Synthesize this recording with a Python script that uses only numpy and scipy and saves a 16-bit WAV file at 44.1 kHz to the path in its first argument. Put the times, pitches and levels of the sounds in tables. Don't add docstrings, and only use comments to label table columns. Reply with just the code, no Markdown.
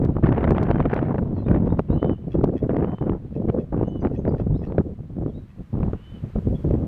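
import sys
import numpy as np
from scipy import signal
from scipy.fft import rfft, irfft, next_fast_len
from scipy.io import wavfile
from scipy.ndimage import uniform_filter1d, map_coordinates

SR = 44100
rng = np.random.default_rng(int(sys.argv[2]) if len(sys.argv) > 2 else 0)


def to_wav(s):
    ch = np.atleast_2d(s).T
    pcm = np.round(np.clip(ch, -1, 1) * 32767)
    wavfile.write(sys.argv[1], SR, pcm.astype(np.int16))


N = 302967


def amp(db):
    return 10 ** (np.asarray(db) / 20)


def unit(x):
    return x / np.sqrt(np.mean(x ** 2) + 1e-20)


def along(points, hz):
    freqs, values = np.transpose(points)
    return np.interp(np.log(hz + 1), np.log(freqs), values)


def automation(rows):
    times, *columns = np.transpose(rows)
    return [np.interp(np.arange(N) / SR, times, column) for column in columns]


def wobble(rate_hz):
    return map_coordinates(rng.standard_normal(N // 8), [np.arange(N) * rate_hz / SR], mode="wrap")


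def filtered(x, response):
    size = next_fast_len(N + SR // 2)
    return irfft(rfft(x, size) * response(np.fft.rfftfreq(size, 1 / SR)), size)[:N]


def coloured(x, spectrum):
    return filtered(x, lambda hz: unit(amp(along(spectrum, hz))))


def noise(spectrum):
    return unit(coloured(rng.standard_normal(N), spectrum))


def add(track, start_s, sound):
    start = int(np.clip(round(start_s * SR), 0, N - 1))
    track[start:start + len(sound)] += sound[:N - start]


def eddies(spectrum, burst_db, steady_s):
    turbulence = coloured(rng.standard_normal(N) * amp(burst_db), spectrum)
    window = max(int(steady_s * SR), 1)
    power = uniform_filter1d(uniform_filter1d(turbulence ** 2, window), window)
    return turbulence / np.sqrt(np.abs(power) + 1e-12)


def gust(length_s, attack_s=.011, release_s=.012):
    t = np.arange(SR) / SR
    return np.minimum(t / attack_s, 1) * np.exp(-np.maximum(t - length_s, 0) / release_s)


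# time_s, strength_db
BREEZE = [(0, -25.5), (1.4, -34), (2.2, -40), (3.25, -45.5), (4.5, -36.5), (5.05, -51), (6.05, -59),
          (6.3, -41.5), (6.87, -39)]
# start_s, length_s, strength_db, rumble_offset_db, rasp_offset_db
GUSTS = [(0.01, 0.064, -24, 4.5, -12.5), (0.127, 0.053, -28, 0.5, -10), (0.222, 0.068, -19, 2.5, -13),
         (0.303, 0.13, -25, -4, -8.5), (0.438, 0.093, -20.5, 0.5, -13), (0.541, 0.326, -24, 1, -9.5),
         (0.875, 0.12, -26.5, -5, -5.5), (1.0, 0.19, -25.5, -6.5, -9.5), (1.215, 0.22, -31.5, 2.5, -15.5),
         (1.458, 0.12, -21, 2.5, -13), (1.575, 0.22, -24, 1.5, -15), (1.887, 0.087, -22.5, 3, -17),
         (2.016, 0.11, -23, -4, -17.5), (2.264, 0.015, -26, 1.5, -34), (2.34, 0.13, -21.5, -1, -20),
         (2.459, 0.1, -23, -6, -24.5), (2.619, 0.03, -15.5, -4.5, -21), (2.692, 0.16, -22, -3.5, -14.5),
         (2.858, 0.078, -28.5, -1.5, -10), (3.003, 0.15, -26.5, 1.5, -13), (3.346, 0.15, -27, -3, -22),
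         (3.478, 0.026, -20, -0.5, -14), (3.535, 0.062, -22.5, -10.5, -21.5),
         (3.718, 0.13, -24.5, -0.5, -14), (3.864, 0.1, -29, -4, -21.5), (4.011, 0.069, -22.5, -2.5, -14.5),
         (4.101, 0.1, -28, -1, -28.5), (4.244, 0.11, -24, -0.5, -15.5), (4.39, 0.09, -29.5, 4.5, -20),
         (4.488, 0.072, -28.5, 10, -21), (4.59, 0.17, -33, 0, -15), (4.776, 0.025, -22, 5, -16),
         (4.836, 0.06, -34, 2, -34), (5.146, 0.15, -29, 1, -23.5), (5.341, 0.066, -38, 3.5, -38),
         (5.572, 0.045, -41, 6, -28), (5.722, 0.07, -31.5, 8, -15), (5.793, 0.1, -29.5, 8.5, -12),
         (5.928, 0.013, -29, 10.5, -14), (6.223, 0.021, -40, 13, -15), (6.351, 0.025, -24, 5, -20),
         (6.446, 0.099, -25, 4, -32), (6.632, 0.14, -26.5, 6, -19), (6.771, 0.08, -28.5, 1.5, -22)]
def airflow(usual_db=-47.5, usual_rumble_db=-37, rumble_growth=.6, breeze_rasp_offset_db=-19.5):
    breeze_db = automation(BREEZE)[0] + 4 * wobble(rate_hz=24)
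    rumble_db = usual_rumble_db + rumble_growth * (breeze_db - usual_db)
    large, middle, small = amp([rumble_db, breeze_db, breeze_db + breeze_rasp_offset_db]) ** 2
    for start_s, length_s, db, rumble_offset_db, rasp_offset_db in GUSTS:
        add(large, start_s, (amp(db + rumble_offset_db) * gust(length_s, release_s=.013)) ** 2)
        add(middle, start_s, (amp(db) * gust(length_s)) ** 2)
        add(small, start_s, (amp(db + rasp_offset_db) * gust(length_s)) ** 2)
    return 10 * np.log10([large, middle, small])


# freq_hz, gain_db
RUMBLE_EQ = [(10, -23.5), (25, -7.5), (45, -3.5), (90, 0), (150, -1.5), (220, -7.5), (350, -25),
             (700, -86.5)]
FLUTTER_EQ = [(60, -34.5), (140, -2), (220, 3), (350, -0.5), (500, -7), (700, -17.5), (1000, -36),
              (2000, -79.5)]
RASP_EQ = [(250, -23.5), (550, 7), (800, 4.5), (1200, -4.5), (2000, -22.5), (3000, -41.5), (5000, -67.5)]
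CRACKLE_EQ = [(700, -19.5), (1500, 10), (2400, -2), (3000, -9.5), (4000, -23), (6000, -39), (12000, -69)]
def wind(crowding_from_db=-41, crowding=.28, crackle_growth=3):
    large_db, middle_db, small_db = airflow()
    bursts = unit(wobble(60) + 1.51 * wobble(220))
    flaps = unit(bursts + .48 * wobble(260))
    flaps *= amp(-crowding * np.maximum(small_db - crowding_from_db, 0))
    rumble = amp(large_db) * eddies(RUMBLE_EQ, 2 * bursts, steady_s=.076)
    flutter = amp(middle_db) * eddies(FLUTTER_EQ, 5.9 * bursts, steady_s=.046)
    rasp = amp(small_db) * eddies(RASP_EQ, 7 * flaps, steady_s=.066)
    crackle_db = -49.5 + crackle_growth * (small_db + 35)
    crackle = amp(crackle_db) * eddies(CRACKLE_EQ, 11 * flaps, steady_s=.022)
    return rumble + flutter + rasp + crackle


# time_s, hum_db, hiss_db
HUSH_LEVELS = [(0, -61.5, -80.5), (5.0, -64.5, -79), (5.6, -61.5, -76.5), (6.05, -56.5, -75),
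               (6.65, -57, -71.5), (6.87, -60, -76)]
# freq_hz, gain_db
HUM_EQ = [(30, 8.5), (150, 8), (400, -3.5), (1000, 1.5), (2000, -5), (3000, -9.5), (4200, -16), (6000, -32),
          (12000, -50.5)]
HISS_EQ = [(1000, -8.5), (3500, 1), (6500, -0.5), (9000, -3.5), (12000, -6.5), (15000, -7)]
def hush():
    hum_db, hiss_db = automation(HUSH_LEVELS)
    hum = amp(hum_db + .28 * wobble(20)) * noise(HUM_EQ)
    return hum + amp(hiss_db) * noise(HISS_EQ)


# centre_s, thud_db, edge_db
THUMPS = [(0.043, -11.5, -42), (.27, -19.5, -21.5), (.381, -14, -23.5), (.443, -11.5, -16.5),
          (0.477, -19, -22), (.508, -14.5, -19.5), (0.583, -18, -18.5), (.713, -11, -16), (.804, -17, -20),
          (0.856, -10.5, -26), (.936, -8.5, -16.5), (1.183, -14, -25.5), (1.469, -18.5, -47.5),
          (1.549, -20, -26.5), (1.794, -7.5, -22), (2.029, -6, -24.5), (2.046, -11, -24),
          (2.096, -7, -34.5), (2.354, -8, -37), (2.438, -6, -37), (2.442, -4, -22), (2.494, -13, -39.5),
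          (2.63, -9, -44), (2.695, -8, -29), (2.768, -13, -22.5), (2.846, -12, -27.5), (2.985, -29, -34),
          (3.097, -6.5, -26.5), (3.5, -9.5, -28), (3.766, -13.5, -41), (3.83, -10, -35.5),
          (4.05, -10.5, -25), (4.071, -13.5, -31.5), (4.253, -17.5, -33), (4.279, -10, -31),
          (4.4, -14, -36.5), (4.723, -16.5, -36), (4.783, -3.5, -19.5), (5.263, -14.5, -40),
          (5.832, -23.5, -30.5), (5.934, -15.5, -31.5), (6.362, -15.5, -40), (6.65, -13, -44),
          (6.71, -9.5, -38.5), (6.741, -11, -40)]
# freq_hz, gain_db
EDGE_EQ = [(300, -24.5), (650, 1.5), (1000, 6.5), (1500, -5), (2600, -15.5), (4000, -33), (6000, -51.5),
           (12000, -79.5)]
def thumps(base_hz=535, width_cycles=.5, db_per_octave=45, edge_s=.0012):
    thuds, edges = np.zeros(N), np.zeros(N)
    t = np.arange(-SR // 50, SR // 50) / SR
    for centre_s, thud_db, edge_db in THUMPS:
        octaves = (edge_db - thud_db) / db_per_octave + rng.normal(0, .17)
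        cycles = t * base_hz * 2 ** octaves
        push_pull = np.sin(2 * np.pi * cycles) * np.exp(-(cycles / width_cycles) ** 2)
        add(thuds, centre_s + t[0], rng.choice([-1, 1]) * amp(thud_db) * push_pull)
        add(edges, centre_s + t[0], amp(edge_db) * np.exp(-(t / edge_s) ** 2))
    return thuds + edges * eddies(EDGE_EQ, burst_db=0, steady_s=.0074)


# start_s, peak_db
CRACKS = [(.05, -33.5), (0.508, -28.5), (0.631, -31), (.637, -34), (.943, -34.5), (1.794, -33),
          (2.443, -28), (4.782, -44.5)]
# freq_hz, gain_db
CRACK_EQ = [(300, -14.5), (1500, 0), (4000, 2), (8000, -11.5), (14000, -18), (16000, -29.5)]
def cracks():
    spikes, unit_spike = np.zeros(N), np.zeros(N)
    for start_s, peak_db in CRACKS:
        add(spikes, start_s, amp([peak_db]))
    unit_spike[N // 2] = 1
    return coloured(spikes, CRACK_EQ) / coloured(unit_spike, CRACK_EQ).max()


def tone(hz, waver):
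    drift = unit(uniform_filter1d(rng.standard_normal(SR // 2), size=90))[:len(hz)]
    return np.sqrt(2) * np.sin(2 * np.pi * np.cumsum(hz * (1 + waver * drift)) / SR)


# start_s, length_s, top_pitch_hz, level_db
WHISTLES = [(0.619, .23, 3120, -65.5), (1.877, 0.28, 3047, -58), (2.759, .3, 3063, -67),
            (3.776, 0.24, 3000, -63), (5.941, .26, 3040, -60.5)]
# length_fraction, pitch_ratio, gain_db
WHISTLE_CONTOUR = [(0, .87, -11), (.25, .95, -8), (.42, .988, -1), (.62, 1, 0), (.82, .99, 0),
                   (.93, .978, -4), (1, .91, -14)]
def whistler(upper_ratio=1.165, upper_db=-17, hoarseness=.066):
    out = np.zeros(N)
    fractions, pitch_ratios, gains_db = np.transpose(WHISTLE_CONTOUR)
    for start_s, length_s, top_pitch_hz, level_db in WHISTLES:
        progress = np.linspace(0, 1, int(length_s * SR))
        hz = top_pitch_hz * np.interp(progress, fractions, pitch_ratios)
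        waver = .0032 + hoarseness * np.clip(1 - progress / .56, 0, 1)
        voices = tone(hz, waver) + amp(upper_db) * tone(hz * upper_ratio, waver)
        add(out, start_s, amp(level_db + np.interp(progress, fractions, gains_db)) * voices)
    return out


# start_s, length_s, start_hz, middle_hz, end_hz, level_db
CHIRPS = [(1.339, .11, 4520, 4100, 4100, -72), (1.432, 0.064, 3310, 3700, 3330, -70),
          (1.686, 0.039, 3320, 3670, 3950, -68), (1.893, 0.066, 3520, 3870, 4130, -65.5),
          (3.87, 0.028, 5900, 6300, 6400, -69.5), (3.998, 0.035, 6330, 6020, 6000, -71),
          (4.005, 0.017, 5100, 4780, 4700, -68.5), (4.168, 0.036, 5950, 6350, 6400, -70),
          (4.278, 0.029, 4820, 4750, 4850, -66.5), (4.531, .055, 3210, 3780, 4380, -67.5),
          (4.553, 0.084, 5250, 5150, 5200, -74), (4.663, 0.023, 3680, 4200, 4420, -69),
          (5.261, 0.069, 3550, 3400, 2800, -73), (5.332, 0.072, 3700, 3830, 3900, -68.5),
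          (6.541, 0.036, 2960, 3400, 3020, -60)]
def chirpers():
    out = np.zeros(N)
    for start_s, length_s, *pitches_hz, level_db in CHIRPS:
        progress = np.linspace(0, 1, int(length_s * SR))
        arc_hz = np.polyval(np.polyfit([0, .5, 1], pitches_hz, 2), progress)
        add(out, start_s, amp(level_db) * np.sin(np.pi * progress) * tone(arc_hz, waver=.012))
    return out


# start_s, length_s, puff_rate_hz, level_db
QUACKS = [(1.355, .065, 92, -64), (1.64, .06, 92, -62), (2.301, .055, 88, -56), (2.551, .056, 92, -57),
          (3.325, .065, 90, -64), (3.572, .055, 92, -62), (4.122, .06, 92, -60), (4.366, .056, 95, -56),
          (4.62, .052, 85, -55.5), (5.475, .05, 90, -66)]
# freq_hz, gain_db
BILL_EQ = [(500, -20), (1100, -3), (1850, 0), (2600, 0), (3400, -5), (4100, -16), (5600, -17), (8000, -32)]
def drake(windpipe_hz=372, reflection=.65, puff_rise_s=.0012, jitter_s=.00017):
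    puffs, t = np.zeros(N), np.arange(SR // 50) / SR
    for start_s, length_s, rate_hz, level_db in QUACKS:
        for onset_s in np.arange(.5 / rate_hz, length_s, 1 / rate_hz):
            puff = rng.standard_normal(len(t)) * t * np.exp(-t / puff_rise_s)
            puff *= np.sqrt(SR / rate_hz) / np.linalg.norm(puff)
            swell = np.sin(np.pi * onset_s / length_s) * amp(level_db + rng.normal(0, 1))
            add(puffs, start_s + onset_s + rng.normal(0, jitter_s), swell * puff)

    def windpipe(hz):
        round_trip = reflection * np.exp(-1j * np.pi * hz / windpipe_hz)
        return np.sqrt(1 - reflection ** 2) / (1 + round_trip)

    return coloured(filtered(puffs, windpipe), BILL_EQ)


# start_s, length_s, level_db
HOOTS = [(3.348, .07, -37), (3.52, .1, -31), (4.848, 0.06, -40)]
# freq_hz, gain_db
HOOT_EQ = [(250, -29), (400, -1.5), (480, 0), (600, -10.5), (900, -42), (2000, -79)]
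def hoots():
    swell = np.zeros(N)
    for start_s, length_s, level_db in HOOTS:
        add(swell, start_s, amp(level_db) * gust(length_s))
    return swell * eddies(HOOT_EQ, burst_db=0, steady_s=.03)


# freq_hz, t60_s
BANK_DECAY = [(3000, .45), (8000, .2)]
def bank_reverb(send):
    hz, t, bins = signal.stft(rng.standard_normal(SR // 2), SR, nperseg=256)
    decay = amp(-60 * t / along(BANK_DECAY, hz)[:, None])
    tail = signal.istft(bins * decay, SR, nperseg=256)[1]
    return signal.fftconvolve(send, tail / np.linalg.norm(tail))[:N]


def scene():
    quacks, whistles, chirps = drake(), whistler(), chirpers()
    reverb = bank_reverb(amp(-15) * quacks + amp(-9) * whistles + amp(-5) * chirps)
    birds = quacks + whistles + chirps + reverb
    return (birds + hush() + wind() + thumps() + cracks() + hoots())[None]


def record(dry, band_limit_hz=15300):
    return filtered(dry[0], lambda hz: hz < band_limit_hz)[None]


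dry = scene()
out = record(dry)
to_wav(out)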